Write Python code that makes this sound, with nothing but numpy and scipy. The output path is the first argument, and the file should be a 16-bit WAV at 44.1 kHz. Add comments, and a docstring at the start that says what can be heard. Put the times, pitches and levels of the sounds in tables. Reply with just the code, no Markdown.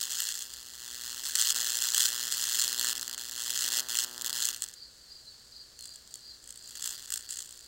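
"""Bug zapper at close range

A large insect is caught on the high-voltage grid of a bug zapper, close to the microphone, outdoors.
Twice in each 60 Hz mains cycle an arc strikes at it: a crack and a sputter of small sparks, all ringing
the cage; a fizz follows once a cycle, and single snaps stand out. The arc swells, falters and drops to a
faint crackle with late flares. Behind it are the transformer's summed harmonics, shaped outdoor noise,
and distant birds made of narrow noise carried along falling or arched pitches."""
import sys
import numpy as np
from scipy import signal
from scipy.fft import rfft, irfft
from scipy.io import wavfile
from scipy.ndimage import uniform_filter1d

SR = 44100
rng = np.random.default_rng(int(sys.argv[2]) if len(sys.argv) > 2 else 0)


def store_wav(level_fs):
    """Save 16-bit WAV to argv[1]."""
    pcm = np.round(np.clip(np.atleast_2d(level_fs), -1, 1) * 32767)
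    wavfile.write(sys.argv[1], SR, pcm.T.astype(np.int16))


N = 338247
TIME = np.arange(N) / SR
MAINS_HZ = 60

# Strength of the arc through the insect. Each row: time in seconds, relative crack strength in dB.
ARC_STRENGTH = [(0, -15), (0.4, -21), (0.68, -23), (1.02, -15), (1.5, -16), (1.56, -3), (1.7, -9),
                (2.5, -10), (2.89, -5), (2.98, -11), (3.28, -16), (3.62, -8), (3.79, -3.5), (3.89, -9),
                (4.02, -7.5), (4.17, -7), (4.46, -11), (4.69, -23.5), (4.8, -43), (6.58, -38.5),
                (6.86, -17), (7.03, -26), (7.38, -31.5), (7.67, -33.5)]
# How far the insect is charred, which makes the sparks thin and shrill.
# Each row: time in seconds, share from 0 to 1.
CHARRED_SHARE = [(4.5, 0), (4.62, .9), (6.6, 1), (6.85, .55), (7.15, .72), (7.35, .9)]


def amp(db):
    """Decibels to gain."""
    return 10 ** (np.asarray(db) / 20)


def unit(x):
    """Scales to rms 1."""
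    return x / np.sqrt(np.mean(x ** 2) + 1e-20)


def curve(rows, t):
    """The columns of a table, interpolated at times t."""
    s, *columns = np.transpose(rows)
    return [np.interp(t, s, column) for column in columns]


def spectrum(points, hz):
    """Reads a table on a log-frequency axis."""
    f, value = np.transpose(points)
    return np.interp(np.log(hz + 1), np.log(f + 1), value)


def add(mix, s, sound):
    """Mixes a sound in at time s."""
    part = mix[max(round(s * SR), 0):][:len(sound)]
    part += sound[:len(part)]


def sparks(size, per_s=7000, spread=0.45):
    """A dense random train of tiny discharges of uneven size and either sign, mean power 1."""
    chance = min(per_s / SR, 1)
    height = np.exp(spread * rng.standard_normal(size) - spread ** 2)
    height = height * rng.choice([-1, 1], size)
    return height * (rng.random(size) < chance) / np.sqrt(chance)


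def flaring(t):
    """The body flares up and spits: gains of sputter and fizz, each flare rising, holding, dying away."""
    # Each row: start in seconds, length in seconds, relative sputter level in dB, relative fizz level in dB.
    flares = [(0, 0.034, -26.5, -40), (0.088, 0.23, -31, -34), (0.315, 0.11, -36.5, -34),
              (1.227, 0.077, -32, -34), (1.34, 0.19, -24, -27), (1.561, .38, -29, -55),
              (1.945, .12, -23, -36), (2.296, .27, -29.5, -35), (2.576, 0.061, -23.5, -52),
              (2.825, .08, -35, -51), (3.39, .07, -37.5, -44), (3.534, 0.1, -31.5, -26.5),
              (3.731, 0.062, -32, -44), (3.941, 0.073, -25.5, -53), (4.394, 0.083, -28.5, -57),
              (4.527, 0.11, -35.5, -37), (5.8, .15, -56, -42), (6.052, 0.14, -63, -49),
              (6.416, 0.42, -70, -43), (6.794, 0.11, -43, -29), (6.982, 0.22, -60, -42.5),
              (7.104, 0.073, -42, -28.5), (7.277, 0.15, -39, -37.5), (7.41, 0.2, -69, -41)]
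    rise_s, fall_s = 0.018, 0.02
    gains = np.zeros((2, len(t)))
    for start, length, *levels_db in flares:
        rise = np.clip((t - start) / rise_s, 0, 1)
        fall = np.exp(-np.maximum(t - start - length, 0) / fall_s)
        gains = np.maximum(gains, amp(levels_db)[:, None] * rise * fall)
    return gains


def contact(t):
    """How the insect touches the grid: drop in dB, scatter in dB and chance of a failed forward strike."""
    # The insect lifts off the wire and the arc sinks.
    # Each row: start in seconds, length in seconds, drop in dB (negative).
    lifts = [(1.526, .017, -18), (2.735, .058, -3.5), (2.933, .016, -20), (3.033, .043, -6),
             (3.159, .016, -18), (3.3, .007, -18), (3.692, .007, -18), (3.807, .077, -15),
             (4.05, .167, -13), (4.226, .015, -20), (4.284, .007, -18), (4.309, .015, -15),
             (4.57, .048, -10)]
    # It hangs loosely, so that forward strikes often fail. 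Each row: start in seconds, end in seconds.
    loose_spells = [(2.98, 3.2), (4.05, 4.24), (4.51, 4.78)]
    firm_scatter_db, loose_scatter_db, dry_scatter_db = 2.44, -0.5, 6
    drop_db = sum(db * ((t > start) & (t < start + length)) for start, length, db in lifts)
    loose = sum((t > start) & (t < end) for start, end in loose_spells)
    charred, = curve(CHARRED_SHARE, t)
    firm_db = firm_scatter_db + charred * (dry_scatter_db - firm_scatter_db)
    scatter_db = np.where(loose, loose_scatter_db, firm_db)
    return drop_db, scatter_db, 0.6 * loose


def arc(reverse_crack_db=0.85, reverse_sputter_db=-2.0, burn_ms=2.89, fizz_ms=8.98, fizz_width_ms=1.12,
        crack_db=-1.05, sputter_db=0.75, fizz_db=-2.0, miss_db=-18, restrike=0.61, burn_spread=0.36):
    """The gap breaks down twice a mains cycle: cracks, small sparks after them, dull ticks when it fails."""
    # Breakdown within the cycle; the forward strike comes later as the contact burns back.
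    forward_ms, reverse_ms, fresh_early_ms, burn_back_s = 3.95, 12.45, 0.8, 2.3
    # A flare whose sputter is this loud keeps the gap hot: sooner breakdown, softer crack, longer burn.
    hot_db, hot_early_ms, hot_crack_db, hot_burn_ms = -22, 0.6, -10, 1
    # A steady arc sputters and fizzes in proportion to its strength.
    calm_sputter_db, calm_fizz_db = -32, -30.5
    # When the open spark fails, the current still ticks dully inside the body.
    dull_db = 0.5

    cycle = np.arange(int(N / SR * MAINS_HZ)) / MAINS_HZ
    forward_ms = forward_ms - fresh_early_ms * np.exp(-cycle / burn_back_s)
    strikes = np.c_[cycle + forward_ms / 1e3, cycle + reverse_ms / 1e3].ravel()
    polarity = 2 * (np.arange(len(strikes)) % 2) - 1  # the gap is lopsided: -1 forward, +1 reverse
    jitter, size, burn, late, again = rng.standard_normal((len(strikes), 5)).T
    strength_db, = curve(ARC_STRENGTH, strikes)
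    sputter, fizz = flaring(strikes)
    drop_db, scatter_db, miss_chance = contact(strikes)

    hot = np.minimum(sputter / amp(hot_db), 1) ** 2
    strikes = strikes - hot_early_ms / 1e3 * hot + 1.1e-4 * jitter
    restrikes = strikes + 6e-4 * np.exp(0.45 * again)
    missed = (rng.random(len(strikes)) < miss_chance) * (polarity < 0)
    drop_db = np.minimum(drop_db, miss_db * missed)
    luck_db = scatter_db * np.minimum(size + 0.047, 0.6) + drop_db  # the supply caps the strongest strikes

    height = amp(crack_db + strength_db + hot_crack_db * hot + luck_db + reverse_crack_db * polarity)
    sputter = np.hypot(sputter, amp(strength_db + calm_sputter_db))
    sputter = sputter * amp(sputter_db + luck_db + reverse_sputter_db * polarity)
    fizz = np.hypot(fizz, amp(strength_db + calm_fizz_db))
    fizz = fizz * amp(fizz_db + drop_db + scatter_db * np.minimum(late, 0.7))
    dull = amp(strength_db + dull_db) * (1 - amp(drop_db))

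    ms = np.arange(SR // MAINS_HZ) * 1e3 / SR
    burns_ms = (burn_ms + hot_burn_ms * hot) * np.exp(burn_spread * burn)
    cracks, glow, ticks = np.zeros((3, N))
    for k, s in enumerate(strikes):
        add(cracks, s, [height[k]])
        add(ticks, s, [dull[k]])
        add(cracks, restrikes[k], [restrike * height[k]])  # the grid recharges and sparks again
        add(glow, s, sputter[k] * np.exp(-(ms / burns_ms[k]) ** 4))
        if polarity[k] < 0:  # the arc breaks up again as the forward current falls
            bump = np.exp(-((ms - fizz_ms) / fizz_width_ms) ** 2 / 2)
            add(glow, cycle[k // 2], fizz[k] * bump)
    return -cracks, glow * sparks(N), -ticks


def snaps(level_db=-1.0, front=1.4):
    """Single snaps: a first crack with a burst of sparks on its heels."""
    # Each row: start in seconds, relative energy in dB, length in ms (two samples at least).
    snap_list = [(0.0122, -5, 2.5), (0.029, -5, 2), (0.5368, -13, 3.2), (1.3537, -3, 3.8), (1.3956, 2, 3),
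                 (1.4124, 2.5, 2.5), (1.9461, 3.6, 2.8), (1.9793, 4.1, 2.1), (2.596, 0, 1.5),
                 (2.6459, -3, .3), (2.6793, -4, .3), (2.7959, -4, .3), (2.8459, -3, .3), (3.0125, -11, .1),
                 (3.0293, -11, .1), (3.0793, -10, .1), (3.1792, -10.7, .1), (3.3126, -11.7, .1),
                 (3.5038, -1.2, 3.4), (3.9541, -1.4, .5), (4.1794, -12, .1), (4.2127, -9.3, .1),
                 (4.2207, -5, .1), (4.2627, -4.2, .1), (4.4539, .8, 1), (4.4876, -.6, 1.6),
                 (4.6213, -1.1, 2.2), (4.6375, -4.2, 4.5), (4.6871, -16, .1), (4.7376, -19, 5.1),
                 (5.791, -16.5, 1.8), (5.809, -16, .4), (5.8549, -15.3, 4.5), (6.141, -14, 1.3),
                 (6.1556, -15.7, 2.4), (6.5051, -13.8, 3.6), (6.7541, -14, 3.5), (6.7713, -15, 4),
                 (7.1042, -6.7, 1.2), (7.121, -4.5, 2.8), (7.1376, -2.4, 4.6)]
    out = np.zeros(N)
    for s, db, length_ms in snap_list:
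        size = max(int(length_ms * SR / 1e3), 2)
        burst = sparks(size, per_s=13000, spread=0.044) * np.linspace(1, 0.5, size)
        burst[0] = -2 * front
        add(out, s, amp(db + level_db) * burst / np.linalg.norm(burst))
    return out


def cage(x, thump_db, thump_hz, lift_db, lift_hz=7400):
    """Sparks ring the cage; a full breakdown also pushes out a low thump, small sparks are shriller."""
    # Resonances of cage and housing. Each row: centre in Hz, width in Hz, relative level in dB.
    resonances = [(1596, 1370, -10), (1827, 710, -7), (2857, 840, -5.5), (3354, 580, -1), (4295, 594, 1.5),
                  (5104, 710, -0.5), (5966, 470, 0), (6550, 590, 1), (7250, 1130, 2.5), (7950, 1180, 0),
                  (9000, 140, -6), (9530, 810, -4), (10700, 300, -6.5), (11650, 230, -6.5),
                  (12070, 350, -5.5), (13380, 400, -3.5), (15700, 1400, -8), (14600, 380, -10.5)]
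    # A reflection inside the housing cancels one band: centre in Hz, width in Hz, depth in dB.
    cancelled_band = (2320, 304, -12)
    hz = abs(np.fft.fftfreq(4096, 1 / SR))
    power = sum(amp(db) ** 2 / (1 + (2 * (hz - f) / width) ** 2) ** 2 for f, width, db in resonances)
    power = power * hz ** 4 / (hz ** 4 + thump_hz ** 4)  # the cage radiates little bass
    thump = hz ** 4 / (hz ** 4 + 190 ** 4) / (1 + (hz / thump_hz / 2) ** 2)
    power = power + amp(thump_db) ** 2 * thump
    for f, width, db in (cancelled_band, (lift_hz, 1900, lift_db)):
        power = power * amp(db * np.exp(-((hz - f) / width) ** 2)) ** 2
    log_gain = np.log(power / power.mean() + 1e-8) / 2
    # minimum phase: sharp front, short ring
    ring = np.fft.ifft(np.exp(np.conj(signal.hilbert(log_gain)))).real
    return signal.oaconvolve(x, ring)[:N]


def muffled(ticks):
    """Ticks inside the body reach the cage without their treble."""
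    lowpass = signal.butter(4, 1920, fs=SR, output="sos")
    return cage(signal.sosfilt(lowpass, ticks), thump_db=-18, thump_hz=625, lift_db=4.5)


def room(x, apart=0.04):
    """A diffuse tail of sparse reflections around the unit, nearly alike at the two microphones."""
    # Each row: frequency in Hz, time to decay by 60 dB in seconds.
    decay_times = [(300, 0.36), (2000, 0.57), (7000, 0.04), (15000, 0.27)]
    size = SR // 2
    sparse = rng.random((2, size)) < 5000 / SR
    after_gap = np.arange(size) > 0.002 * SR
    taps = rng.standard_normal((2, size)) * sparse * after_gap
    hz, t, z = signal.stft(taps, SR, nperseg=256)
    decay = amp(-60 * t / spectrum(decay_times, hz)[:, None])
    tail = signal.istft(z * decay, SR, nperseg=256)[1]
    mid, side = signal.fftconvolve(x[None], tail / np.linalg.norm(tail[0]), axes=1)[:, :N]
    return np.array([mid + apart * side, mid - apart * side])


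def hum(flicker_db=3, flare_db=-29):
    """Mains harmonics of the transformer, which growls unsteadily as the arc draws current."""
    # Each row: frequency in Hz, rms level at rest in dB, level relative to the load in dB.
    harmonics = [(60, -75, -26), (120, -88, -12), (240, -86, -4), (360, -86, -6), (480, -87, -14),
                 (540, -89, -20), (1440, -84, -20), (1680, -83, -20)]
    # Load level under a 0 dB arc, dB per dB of arc strength, and change in a full flare in dB.
    load_db, load_slope, load_flare_db = -65, 0.68, -11
    smooth = uniform_filter1d(rng.standard_normal(N), size=1200)
    flicker = unit(uniform_filter1d(smooth, size=800))
    frames = TIME[::256]
    flare = np.interp(TIME, frames, np.minimum(flaring(frames)[0] / amp(flare_db), 1))
    strength_db, = curve(ARC_STRENGTH, TIME)
    load_db = load_db + load_slope * strength_db + load_flare_db * flare + flicker_db * flicker
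    out = np.zeros(N)
    for hz, rest_db, loaded_db in harmonics:
        level = np.hypot(amp(rest_db), amp(load_db + loaded_db))
        out += np.sqrt(2) * level * np.sin(2 * np.pi * (hz * TIME + rng.random()))
    return out


def air(level_db=-55.97, side_db=-23):
    """Soft outdoor noise, shaped in frequency and nearly alike at the two microphones."""
    # Each row: frequency in Hz, relative density in dB per Hz.
    noise_colour = [(20, -11), (35, -12), (50, -3), (80, -11), (110, -9), (160, -16), (247, -16),
                    (287, -16), (481, -16), (935, -22), (1730, -17), (2380, -25), (3710, -17), (4520, -3),
                    (5650, -17), (7400, -13), (11300, -29), (15500, -28)]
    colour = amp(spectrum(noise_colour, np.fft.rfftfreq(N, 1 / SR)))
    mid, side = unit(irfft(rfft(rng.standard_normal((2, N))) * colour, N))
    side = amp(side_db) * side
    return amp(level_db) * np.array([mid + side, mid - side])


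def whistle(hz, width_hz):
    """A fuzzy tone: narrow noise carried along a pitch curve."""
    noise = rng.standard_normal((len(hz), 2)) @ [1, 1j]
    slow = signal.sosfilt(signal.butter(2, width_hz / 2, fs=SR, output="sos"), noise)
    return unit((slow * np.exp(2j * np.pi * np.cumsum(hz) / SR)).real)


def birds(trill_hz=4760, arch_hz=330, trill_width_hz=90, lower_hz=4270, lower_db=-4,
          fall_hz=480, chirp_s=0.12, level_db=5.5):
    """Distant birds, blurred by the way: arched buzzy notes with a lower band, and falling chirps."""
    # A far bird repeats a buzzy note. Each row: middle in seconds, relative level in dB.
    trills = [(0.547, -60), (3.134, -62), (3.821, -59), (4.135, -63), (4.822, -58.5), (5.143, -58.5),
              (5.591, -56), (5.907, -56), (6.283, -56), (6.658, -59), (6.98, -60), (7.326, -59),
              (7.67, -61)]
    # Another answers with chirps. Each row: start in seconds, relative level in dB, starting pitch in Hz.
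    chirps = [(4.759, -57, 4770), (4.98, -65, 4800), (5.21, -59, 4400), (5.255, -59, 4720),
              (5.319, -77, 4300), (5.759, -59, 4500), (6.098, -61, 4750), (6.251, -63, 4460),
              (6.64, -63, 4500), (6.739, -58, 4820), (7.21, -60, 4740)]
    # Each buzzy note is a quick run of little falling slurs.
    trill_s, slurs_per_s, slur_hz = 0.255, 28, 220
    out = np.zeros(N)
    u = np.linspace(-1, 1, int(trill_s * SR))
    for s, db in trills:
        slur = (slurs_per_s * trill_s * u / 2 + rng.random()) % 1 - 0.5
        note = whistle(trill_hz - arch_hz * u ** 2 - slur_hz * slur, width_hz=trill_width_hz)
        note += amp(lower_db) * whistle(np.full(len(u), lower_hz), width_hz=310)
        add(out, s - trill_s / 2, amp(db) * np.hanning(len(u)) * note)
    u = np.linspace(0, 1, int(chirp_s * SR))
    for s, db, hz in chirps:
        add(out, s, amp(db) * np.sin(np.pi * u) * whistle(hz - fall_hz * u, width_hz=74))
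    return amp(level_db) * out


def scene(room_db=-15, widening_db=-25):
    """The zapper close by, with hum, outdoor noise and distant birds around it."""
    cracks, sizzle, ticks = arc()
    sizzle = sizzle + snaps()
    charred, = curve(CHARRED_SHARE, TIME)
    zapper = cage(cracks, thump_db=-18.5, thump_hz=606, lift_db=-3.5)
    zapper += muffled(ticks)
    zapper += cage(sizzle * (1 - charred), thump_db=-37, thump_hz=1340, lift_db=-0.5)
    zapper += cage(sizzle * charred, thump_db=-34, thump_hz=1500, lift_db=7.5, lift_hz=8400)
    # a faint, slightly delayed copy of the zapper, opposite in sign left and right, widens it a little
    delayed = amp(widening_db) * np.roll(zapper, SR // 700)
    close = zapper + np.array([delayed, -delayed])
    return close + amp(room_db) * room(zapper) + hum() + air() + birds()


def record(dry):
    """The microphone rounds off the tallest cracks; then a low-pass filter limits the band."""
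    rounded = 0.55 * np.tanh(dry / 0.55)
    lowpass = signal.firwin(401, 15950, window=("kaiser", 8), fs=SR)  # edge in Hz
    return signal.oaconvolve(rounded, lowpass[None], "same")


dry = scene()
out = record(dry)
store_wav(out)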